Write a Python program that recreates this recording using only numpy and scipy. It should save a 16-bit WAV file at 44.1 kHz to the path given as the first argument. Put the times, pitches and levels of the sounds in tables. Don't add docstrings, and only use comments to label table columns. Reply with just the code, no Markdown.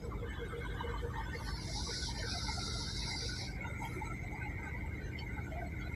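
import sys
import numpy as np
from scipy import signal
from scipy.fft import rfft, irfft, next_fast_len
from scipy.io import wavfile
from scipy.ndimage import uniform_filter1d

SR = 44100
rng = np.random.default_rng(int(sys.argv[2]) if len(sys.argv) > 2 else 0)


def volts(x):
    e = np.asarray(x, float) / 20
    return 10 ** e


def put_to_file(sound):
    columns = np.atleast_2d(sound).T
    safe = np.clip(columns, -1, 1)
    whole_steps = np.round(safe * 32767)
    wavfile.write(sys.argv[1], SR, whole_steps.astype(np.int16))


N = 262386
T = np.arange(N) / SR
LONG = next_fast_len(N)
HZ = np.arange(LONG // 2 + 1) * SR / LONG


def level(x, db):
    return x * volts(db) / np.sqrt(np.mean(x ** 2))


def across(table, hz):
    f, db = np.transpose(table)
    return np.interp(np.log(hz + 1), np.log(f), db)


def closed(table):
    ends = np.log([table[0][0], table[-1][0]])

    def colour(hz):
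        outside = np.abs(np.log(hz + 1) - np.clip(np.log(hz + 1), *ends))
        return across(table, hz) - 300 * outside
    return colour


def noise(db_of_hz):
    white = rfft(rng.standard_normal(LONG))
    return level(irfft(white * volts(db_of_hz(HZ)), LONG)[:N], 0)


def curves(table):
    s, *columns = np.transpose(table)
    return [np.interp(T, s, c) for c in columns]


def walk(rate):
    k = int(SR / rate)
    held = np.repeat(rng.standard_normal(N // k + 1), k)
    return 0.64 * uniform_filter1d(uniform_filter1d(held, k), k)[:N]


def burst(s, length, edge_s=0.028):
    return np.interp(T, [s - edge_s / 2, s + edge_s / 2, s + length, s + length + 2 * edge_s], [0, 1, 1, 0])


# (t/s, share 0-1)
TURN = [
    (0, 0.17),
    (1.3, 0.02),
    (2.2, 0.83),
    (2.95, 0.4),
    (3.06, 0.81),
    (4.1, 0.95),
    (5.95, 0.82),
]


def turned(rail_db, funnel_db):
    waking = np.clip(1 - T / 0.39, 0, 1)
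    return rail_db + (funnel_db - rail_db) * curves(TURN)[0] - 9.5 * waking


def resonant(bands, flutter_db, lift_db=0):
    out = 0
    for centre, width, rail_db, funnel_db in bands:
        band = noise(lambda hz: -30 * np.log10(1 + ((hz - centre) / (width / 2)) ** 2))
        out = out + volts(turned(rail_db, funnel_db) + lift_db + flutter_db * walk(15)) * band
    return out


def wavering_tones(table, steady=1.15):
    out = np.zeros(N)
    waver = uniform_filter1d(rng.standard_normal((2, N)), int(0.009 * SR), axis=1)
    waver = steady + (waver[0] + 1j * waver[1]) / waver.std()
    for s, length, hz, db in table:
        span = slice(int(s * SR), min(int((s + length) * SR), N))
        own_waver = waver[int(7 * hz):][:len(T[span])]
        tone = (own_waver * np.exp(2j * np.pi * hz * T[span])).real
        out[span] += level(tone * signal.windows.tukey(len(tone), .5), db + 0.5)
    return out


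def short_rings(table):
    out, t = np.zeros(N + SR), T[:SR // 5]
    attack_s, t60_s = 0.0012, 0.085
    shape = np.clip(t / attack_s, 0, 1) * volts(-60 * t / t60_s)
    for s, db, hz in table:
        neighbour_hz = hz + 70 * rng.standard_normal()
        beat = np.sin(2 * np.pi * hz * t) + 0.24 * np.sin(2 * np.pi * neighbour_hz * t)
        out[int(s * SR):][:len(t)] += volts(db + 1) / 3.24 * shape * beat
    return out[:N]


# (f/Hz, level/dB per Hz)
RUMBLE = [(15, -32), (25, -13), (54, -3), (81, -4), (130, -8), (240, -14), (301, -13), (525, -17),
          (600, -71), (780, -73), (1320, -120)]
# (f/Hz, level/dB per Hz)
ROAR = [(300, 1.5), (400, 6), (530, -0.5), (900, -2.5), (1100, -11), (1520, -10.5), (1750, -13.5),
        (2120, -10.5), (2480, -21), (2800, -28.5), (3600, -56)]
# (f/Hz, level/dB per Hz)
HISS = [(1650, -79), (2800, 2), (3390, 0), (3850, 5), (4380, -3), (4730, -1.5), (5530, -4), (8000, -3.5),
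        (10500, -18.5), (10800, -16.5), (12800, -3), (15200, -16.5)]
# (f/Hz, depth/dB)
DEPTH = [(300, -0.5), (450, 10), (2500, 20.5), (5000, 17.5), (8500, 18), (10800, 16.5), (12500, 2.5),
         (15500, 10)]


def roar():
    out = volts(-47.5 + 0.54 * walk(3.6)) * noise(closed(RUMBLE))
    for colour, left_db in ((ROAR, -58), (HISS, -72.5)):
        left = closed(colour)(HZ)
        whole = left + across(DEPTH, HZ)
        lift = np.sqrt(np.sum(volts(2 * whole)) / np.sum(volts(2 * left)))
        out += volts(left_db) * lift * noise(lambda hz: whole)
    return out


# (f/Hz, width/Hz, level/dB at the rail, level/dB at the funnel)
DUCTS = [(903, 230, -54, -63), (1374, 205, -63.5, -62), (1538, 238, -52, -60), (2125, 178, -58.5, -57.5),
         (2120, 654, -85, -48.5), (3220, 1380, -56.5, -76.5)]
# (t/s, length/s, lift/dB)
LOW_GULPS = [
    (0.574, 0.072, -2),
    (0.8, 0.12, 5),
    (1.147, 0.24, 3),
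    (1.74, 0.15, 9.5),
    (2.044, 0.39, 8),
    (3.625, 0.39, 12),
    (4.32, 0.37, 6),
    (3.06, 0.07, 10),
]
# (t/s, length/s, lift/dB)
SECOND_GULPS = [
    (2.278, 0.62, 9.5),
    (3.052, 0.21, 4),
    (3.616, 0.39, 7),
    (5.27, 0.18, 5.5),
    (5.813, 0.069, 6.5),
]


def vents():
    draught = 1.03 * walk(40)
    low = sum(db * burst(s, length) for s, length, db in LOW_GULPS)
    second = sum(db * burst(s, length) for s, length, db in SECOND_GULPS)
    out = resonant(DUCTS[:1], flutter_db=-2.5, lift_db=low + draught)
    out = out + resonant(DUCTS[1:2], flutter_db=-1.5, lift_db=second + draught)
    return out + resonant(DUCTS[2:], flutter_db=1.1, lift_db=draught)


# (f/Hz, width/Hz, level/dB at the rail, level/dB at the funnel)
SLAP = [(1142, 540, -51.5, -82), (1800, 320, -57, -68.5)]


def slap():
    return resonant(SLAP, flutter_db=3.0)


# (t/s, level/dB)
SHEET = [(1.32, -65), (1.35, -56.5), (1.39, -63), (1.42, -62), (1.45, -56), (1.55, -53.5), (1.59, -52),
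         (1.62, -47), (1.7, -46.5), (1.76, -44), (2.07, -42.5), (2.12, -46), (2.25, -46), (2.29, -43),
         (2.7, -44), (3.27, -45.5), (3.42, -45.5), (3.51, -53.5), (3.56, -62), (3.62, -75)]
# (t/s, length/s, level/dB)
GUSTS = [
    (0.0, 0.049, -69),
    (1.378, 0.042, -57.5),
    (3.78, 0.14, -57),
    (5.825, 0.093, -75),
]
# (level/dB at the rail, level/dB at the funnel, level/dB on the sheet, level/dB on a gust)
WASH = [
    (-65.5, -74, 0.5, -9.5),
    (-76, -99, -17, -11),
    (-75, -77, -45, -16),
]
# (t/s, level/dB)
DRIFT = [(0.0, -77), (0.01, -61.5), (0.15, -93), (0.3, -71.5), (1.59, -64), (1.69, -57), (2.07, -56),
         (2.22, -62.5), (2.58, -56), (3.08, -60), (3.12, -56.5), (3.51, -64), (3.6, -68), (3.68, -62),
         (3.78, -63.5), (3.83, -59), (4.62, -72.5), (5.95, -70)]
# (f/Hz, level/dB per Hz)
SPRAY = [(1760, -68), (3000, -18.5), (3210, -15.5), (3610, -5.5), (3960, 1), (4300, -1), (4600, 2.5),
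         (5800, 0), (6400, -16), (8840, -28), (15000, -120)]
MIST = [(5240, -51), (8900, -7), (9180, 11.5), (9540, 13.5), (10100, 16.5), (10800, 11.5), (11400, -24),
        (14800, -65), (22000, -120)]
WIND = [(5760, 2), (9800, -41), (10300, -11), (11100, 4), (12700, -2), (13500, -7), (15200, -7)]
DRIFT_COLOUR = [(3470, -55), (5900, -5), (6240, -2.5), (6490, 1), (6700, 1.5), (7010, -4.5), (7230, 2),
                (7520, 0.5), (7620, -1), (8120, -1), (8410, -14), (8550, -2.5), (8900, -33), (11600, -61),
                (19600, -120)]


def wash():
    sheet = volts(curves(SHEET)[0]) * (T > SHEET[0][0]) * (T < SHEET[-1][0])
    gusts = sum(volts(db) * burst(s, length, edge_s=0.11) ** 2 for s, length, db in GUSTS)
    gains = []
    for rail_db, funnel_db, sheet_db, gust_db in WASH:
        gains.append(volts(turned(rail_db, funnel_db)) + volts(sheet_db) * sheet + volts(gust_db) * gusts)
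    gains.append(volts(curves(DRIFT)[0] + 2))
    shared_db = 1.0 * walk(44.94)
    out = 0
    for gain, colour in zip(gains, (SPRAY, MIST, WIND, DRIFT_COLOUR)):
        own_db = 1.35 * walk(35.26)
        out = out + gain * volts(shared_db + own_db) * noise(closed(colour))
    return out


# (t/s, length/s, f/Hz, level/dB)
LOW_SWELLS = [(0.124, 0.025, 995, -50.5), (0.63, 0.055, 1008, -51), (0.804, 0.018, 954, -41.5),
              (0.904, 0.059, 977, -50), (1.143, 0.1, 903, -49), (1.482, 0.043, 1164, -52),
              (1.672, 0.041, 645, -48.5), (1.755, 0.054, 838, -48), (1.858, 0.044, 1140, -52.5),
              (2.063, 0.042, 933, -49), (2.167, 0.058, 627, -51), (2.332, 0.063, 710, -51),
              (2.482, 0.027, 879, -45), (2.573, 0.022, 707, -45.5), (3.651, 0.027, 938, -49.5),
              (3.832, 0.043, 923, -51), (3.956, 0.048, 372, -45.5), (4.016, 0.023, 863, -44),
              (5.478, 0.019, 856, -48), (5.497, 0.076, 648, -49.5), (5.543, 0.16, 698, -50),
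              (5.853, 0.03, 686, -50)]
# (t/s, length/s, f/Hz, level/dB)
HIGH_SWELLS = [(0.499, 0.048, 1309, -51.5), (0.758, 0.14, 2964, -58.5), (0.765, 0.078, 1588, -53),
               (1.322, 0.047, 1836, -49.5), (1.327, 0.039, 2093, -52), (1.43, 0.11, 1538, -54.5),
               (1.473, 0.032, 1840, -54), (2.01, 0.041, 1502, -50.5), (2.211, 0.16, 1536, -51.5),
               (2.465, 0.087, 2130, -50.5), (3.077, 0.037, 1390, -54), (3.089, 0.074, 2070, -48),
               (3.264, 0.11, 1473, -52), (3.614, 0.16, 1433, -54.5), (3.823, 0.029, 2230, -51),
               (4.024, 0.13, 1334, -53.5), (4.393, 0.079, 2500, -58.5), (4.712, 0.056, 1992, -51.5),
               (5.363, 0.039, 1510, -50.5), (5.43, 0.019, 4040, -60), (5.637, 0.052, 4230, -66),
               (5.602, 0.056, 1538, -54), (5.814, 0.074, 1480, -55.5), (4.401, 0.047, 1522, -51.5),
               (4.655, 0.062, 1534, -52.5), (5.21, 0.064, 855, -55)]
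# (t/s, length/s, f/Hz, level/dB)
LEAKS = [(0.191, 0.2, 1757, -57), (0.252, 0.17, 3025, -63.5), (0.561, 0.083, 3350, -66),
         (0.6, 0.12, 2130, -60), (0.885, 0.12, 1180, -55), (0.92, 0.11, 3056, -62),
         (1.152, 0.04, 3850, -63), (1.239, 0.055, 3450, -64), (1.877, 0.15, 1480, -57.5),
         (1.884, 0.13, 1757, -59.5), (2.138, 0.13, 1793, -55.5), (2.172, 0.057, 2200, -59),
         (2.17, 0.078, 2800, -68), (2.29, 0.055, 2480, -58), (2.401, 0.14, 1504, -55.5),
         (2.435, 0.06, 877, -52.5), (2.751, 0.03, 671, -51.5), (2.803, 0.048, 922, -53.5),
         (2.98, 0.037, 952, -53), (1.998, 0.12, 3460, -58.5), (2.05, 0.09, 3160, -62),
         (3.01, 0.037, 2560, -60), (3.07, 0.11, 860, -53.5), (3.189, 0.085, 787, -53),
         (3.202, 0.048, 1517, -53), (3.255, 0.025, 2580, -60), (3.412, 0.037, 959, -54.5),
         (3.48, 0.046, 1556, -55), (4.062, 0.04, 899, -54.5), (4.23, 0.025, 713, -52),
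         (4.321, 0.06, 847, -51), (4.407, 0.038, 860, -54), (1.06, 0.057, 1186, -55),
         (1.079, 0.2, 1850, -57.5), (0.761, 0.06, 3900, -63.5), (0.87, 0.07, 4000, -63),
         (0.97, 0.038, 4150, -63.5), (4.455, 0.029, 838.6, -49), (4.48, 0.06, 1350, -59),
         (4.58, 0.064, 1340, -57), (4.6, 0.035, 830, -52), (4.665, 0.037, 814, -51.5),
         (4.834, 0.027, 879, -50), (4.943, 0.03, 1377, -58), (4.98, 0.04, 1500, -60),
         (5.061, 0.079, 1554, -59.5), (5.277, 0.07, 1480, -57.5), (5.361, 0.03, 870, -49.5),
         (2.931, 0.1, 2148, -57.5), (5.11, 0.084, 2080, -54), (5.883, 0.056, 960, -56)]


def duct_swells():
    lowest = (0.05, 0.03, 2900, -68)  # t/s, length/s, f/Hz, level/dB
    highest = (1.22, 0.07, 3900, -60)
    chirps = rng.uniform(lowest, highest, (12, 4))
    return wavering_tones([*LOW_SWELLS, *HIGH_SWELLS, *LEAKS, *chirps])


# (t/s, length/s, f/Hz, level/dB)
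THIN_STREAKS = [(0.003, 0.11, 7900, -69.5), (0.224, 0.13, 6230, -78), (0.266, 0.08, 8000, -71),
                (0.418, 0.37, 8200, -73), (0.761, 0.29, 7700, -70.5), (1.162, 0.12, 5210, -67.5),
                (1.281, 0.12, 6450, -70.5), (1.337, 0.067, 4450, -58.5), (1.33, 0.063, 5000, -65),
                (1.426, 0.16, 4400, -55.5), (1.436, 0.15, 5300, -59), (1.46, 0.066, 3100, -65),
                (2.846, 0.38, 4018, -55), (3.018, 0.35, 4773, -50.5), (2.518, 0.2, 5100, -59),
                (2.218, 0.24, 3715, -64), (2.513, 0.65, 3750, -56.5), (3.603, 0.08, 7400, -73),
                (3.626, 0.096, 3650, -65.5), (3.64, 0.04, 2800, -63), (3.815, 0.034, 3850, -60.5),
                (3.845, 0.035, 3200, -58.5), (3.886, 0.054, 3100, -65), (3.788, 0.17, 4850, -70.5),
                (3.935, 0.17, 3950, -66), (4.01, 0.23, 8100, -72), (3.962, 0.1, 6350, -74),
                (4.192, 0.079, 6400, -70.5), (4.255, 0.04, 3950, -63.5), (4.312, 0.047, 3800, -62.5),
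                (4.32, 0.06, 6600, -71), (4.32, 0.06, 4850, -71), (4.416, 0.07, 4050, -66),
                (4.412, 0.064, 7900, -69), (4.62, 0.12, 7900, -73), (4.618, 0.08, 6300, -72.5),
                (4.895, 0.24, 6250, -73.5), (5.011, 0.058, 4050, -64.5), (5.16, 0.13, 8150, -75),
                (5.31, 0.09, 7850, -73), (5.51, 0.043, 3120, -64), (5.62, 0.1, 7900, -72.5),
                (0.003, 0.082, 5210, -68), (2.158, 0.08, 6800, -62), (5.45, 0.07, 7350, -75),
                (5.66, 0.05, 7350, -75), (5.42, 0.13, 6520, -75), (5.88, 0.05, 7850, -74),
                (5.807, 0.045, 3300, -64), (5.834, 0.055, 4000, -63.5), (4.953, 0.1, 1960, -58),
                (5.563, 0.071, 1980, -54)]


def thin_streaks():
    return wavering_tones(THIN_STREAKS)


# (t/s, length/s, level/dB)
WHISTLE = [(0.008, 0.097, -49), (0.196, 0.095, -47.5), (0.384, 0.071, -46.5), (0.496, 0.15, -48),
           (0.695, 0.091, -51.5), (0.809, 0.15, -49), (1.003, 0.1, -45.5), (1.345, 0.036, -45),
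           (1.861, 0.075, -52), (2.233, 0.033, -47), (3.222, 0.048, -49), (3.89, 0.038, -49)]


def fan_whistle():
    fan_hz = 472
    return wavering_tones([(s, length, fan_hz, db) for s, length, db in WHISTLE], steady=1.15 + 1.2)


# (t/s, peak level/dB, f/Hz)
PUFFS = [(0.119, -32.5, 1140), (0.839, -28.5, 927), (1.181, -30.5, 856), (1.443, -40, 1496),
         (2.023, -32, 1506), (2.088, -28.5, 933), (3.016, -35, 2120), (3.608, -27, 2190),
         (3.741, -47, 2060), (4.11, -33, 1350), (4.63, -31, 2045), (4.886, -50, 2220), (5.291, -30.5, 2010),
         (5.576, -36, 722), (5.72, -44, 2080), (5.81, -34.5, 2120)]


def puffs():
    return short_rings(PUFFS)


# (t/s, peak level/dB, f/Hz)
SQUEAKS = [
    (0.483, -46, 8370),
    (0.9343, -50, 7420),
    (3.6691, -45, 6500),
    (3.8247, -45, 7910),
    (4.0721, -44, 7940),
    (4.1405, -51, 8100),
]
# (t/s, peak level/dB, f/Hz)
TICK = [
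    (3.850, -48, 12750),
]


def squeaks():
    return short_rings([*SQUEAKS, *TICK])


# (t/s, peak level/dB)
KNOCKS = [
    (2.1878, -42),
    (3.8482, -53),
    (5.1888, -39.5),
    (5.8107, -48.5),
]
# (f/Hz, level/dB, time to fall 60 dB/s)
FITTING = [(2600, -4, .05), (2850, -1, .06), (3070, 1, .13), (4480, -1, .13), (4900, -6, .04),
           (5280, -4, .06)]


def knocks():
    out, t = np.zeros(N), T[:SR // 5]
    crack_band = signal.butter(2, (2500, 5600), "band", fs=SR, output="sos")
    for s, db in KNOCKS:
        ring = np.zeros(len(t))
        for hz, pitch_db, t60 in FITTING:
            hit_db = pitch_db + 1.0 * rng.standard_normal()
            ring += volts(hit_db - 60 * t / t60) * np.sin(2 * np.pi * hz * t)
        crack = signal.sosfilt(crack_band, rng.standard_normal(len(t)))
        ring += volts(6.5 - 60 * t / 0.033) * crack
        start = int(s * SR)
        out[start:][:len(t)] += (volts(db - 8) * ring)[:N - start]
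    return out


def diesel(track, orders, tracked_order, waver_db):
    hz, db = curves(track)
    cycle = 2 * np.pi * np.cumsum(hz / tracked_order) / SR
    out = 0
    for k, gain_db in orders:
        tone = np.sin(k * cycle + 2 * np.pi * rng.random())
        out = out + volts(gain_db + waver_db * walk(1.4)) * tone
    return np.sqrt(2) * out * volts(db - db.mean())


# (t/s, f/Hz, level/dB)
GENERATOR = [
    (0, 120.03, -54),
    (1, 120.0, -52),
    (1.8, 119.7, -51),
    (3, 119.65, -50),
    (5.95, 119.7, -50),
]
# (multiple of the four-stroke cycle, level/dB)
GENERATOR_ORDERS = [(8, -56.0), (12, -51.0), (13, -63.0), (15, -54.0), (16, -61.0), (17, -58.0),
                    (20, -51.0), (21, -59.0), (23, -62.0), (24, -62.0), (26, -61.0), (27, -61.0),
                    (30, -64.0), (31, -65.0), (32, -63.0), (33, -66.0), (35, -61.0), (45, -68.0),
                    (47, -68.0), (48, -68.0), (49, -66.0), (50, -69.0), (51, -69.0), (52, -67.0),
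                    (55, -68.0), (58, -69.0), (59, -70.0), (61, -68.0), (62, -68.0), (69, -70.0)]


def generator():
    return diesel(GENERATOR, GENERATOR_ORDERS, tracked_order=20, waver_db=2.5)


# (t/s, f/Hz, level/dB)
MAIN = [
    (0, 51.8, -52),
    (1, 51.8, -50),
    (3.3, 51.8, -52.5),
    (3.8, 51.8, -55.5),
    (4.7, 51.8, -58),
    (5.95, 51.8, -51.5),
]
# (multiple of the four-stroke cycle, level/dB)
MAIN_ORDERS = [(8, -72), (11, -73), (13, -59), (15, -50), (16, -57), (17, -58), (18, -62), (19, -65),
               (22, -62), (25, -64), (27, -61)]


def main_engine():
    return diesel(MAIN, MAIN_ORDERS, tracked_order=15, waver_db=1.5)


def scene():
    air = roar() + vents() + duct_swells() + thin_streaks() + fan_whistle() + puffs()
    water = slap() + wash()
    metal = squeaks() + knocks()
    return (air + water + metal + generator() + main_engine())[None]


# (f/Hz, level/dB)
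FOLLOW = [(300, -20), (500, -5), (1700, -6), (2150, -11), (2700, -3), (4000, -3.2), (6000, -3), (7500, -.5),
          (9300, -6), (15500, -12)]
# (f/Hz, lift/dB)
LEAK = [(1750, -.3), (2150, 2.2), (2500, 0), (4100, .6), (4600, -.8), (5900, -.8), (6300, 1.2), (6800, -1),
        (7900, 1.1), (8600, -1.6), (10500, -1.6), (11100, 0), (12000, -1.5)]


def suppress(x, recent_s=0.3):
    frames = dict(fs=SR, nperseg=940, noverlap=705)
    hz, s, z = signal.stft(x, **frames)
    band_hz = hz[::2]

    def smooth(v, seconds):
        return uniform_filter1d(v, max(int(seconds / s[1]), 1), axis=1)

    def bands(v):
        return uniform_filter1d(np.abs(v) ** 2, size=3, axis=0)[::2]

    power = bands(z)
    learnt_roar = signal.stft(roar(), **frames)[2]
    steady = np.mean(bands(learnt_roar), axis=1, keepdims=True)
    recent = uniform_filter1d(smooth(power, recent_s), size=5, axis=0)
    estimate = volts(2 * 4.0) * steady + volts(2 * across(FOLLOW, band_hz))[:, None] * recent
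    chance = rng.standard_normal((3, *power.shape))
    error = 3.4 * smooth(chance[0], .6)
    error += .8 * smooth(smooth(chance[1], .14), .02)
    error += .55 * smooth(chance[2], .025)
    error += .2 * smooth(rng.standard_normal((1, len(s))), .025)
    margin_db = 10 * np.log10(smooth(power, .045) / estimate) + 1.4 * error / error.std()
    margin_db += across(LEAK, band_hz)[:, None]
    opening = np.repeat(.5 + .5 * np.tanh(margin_db / 1.7), 2, axis=0)[1:]
    opening[1::2] = (opening[:-1:2] + opening[2::2]) / 2
    floor = volts(-across(DEPTH, hz))[:, None]
    return signal.istft(z * (floor + (1 - floor) * opening), **frames)[1][:N]


def roll_off(x):
    return signal.sosfilt(signal.butter(12, 15400, fs=SR, output="sos"), x)


def record(dry):
    bass_cut = signal.butter(3, 38, "high", fs=SR, output="sos")
    mix = suppress(signal.sosfilt(bass_cut, dry[0]))[None]
    return roll_off(mix)


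dry = scene()
out = record(dry)
put_to_file(out)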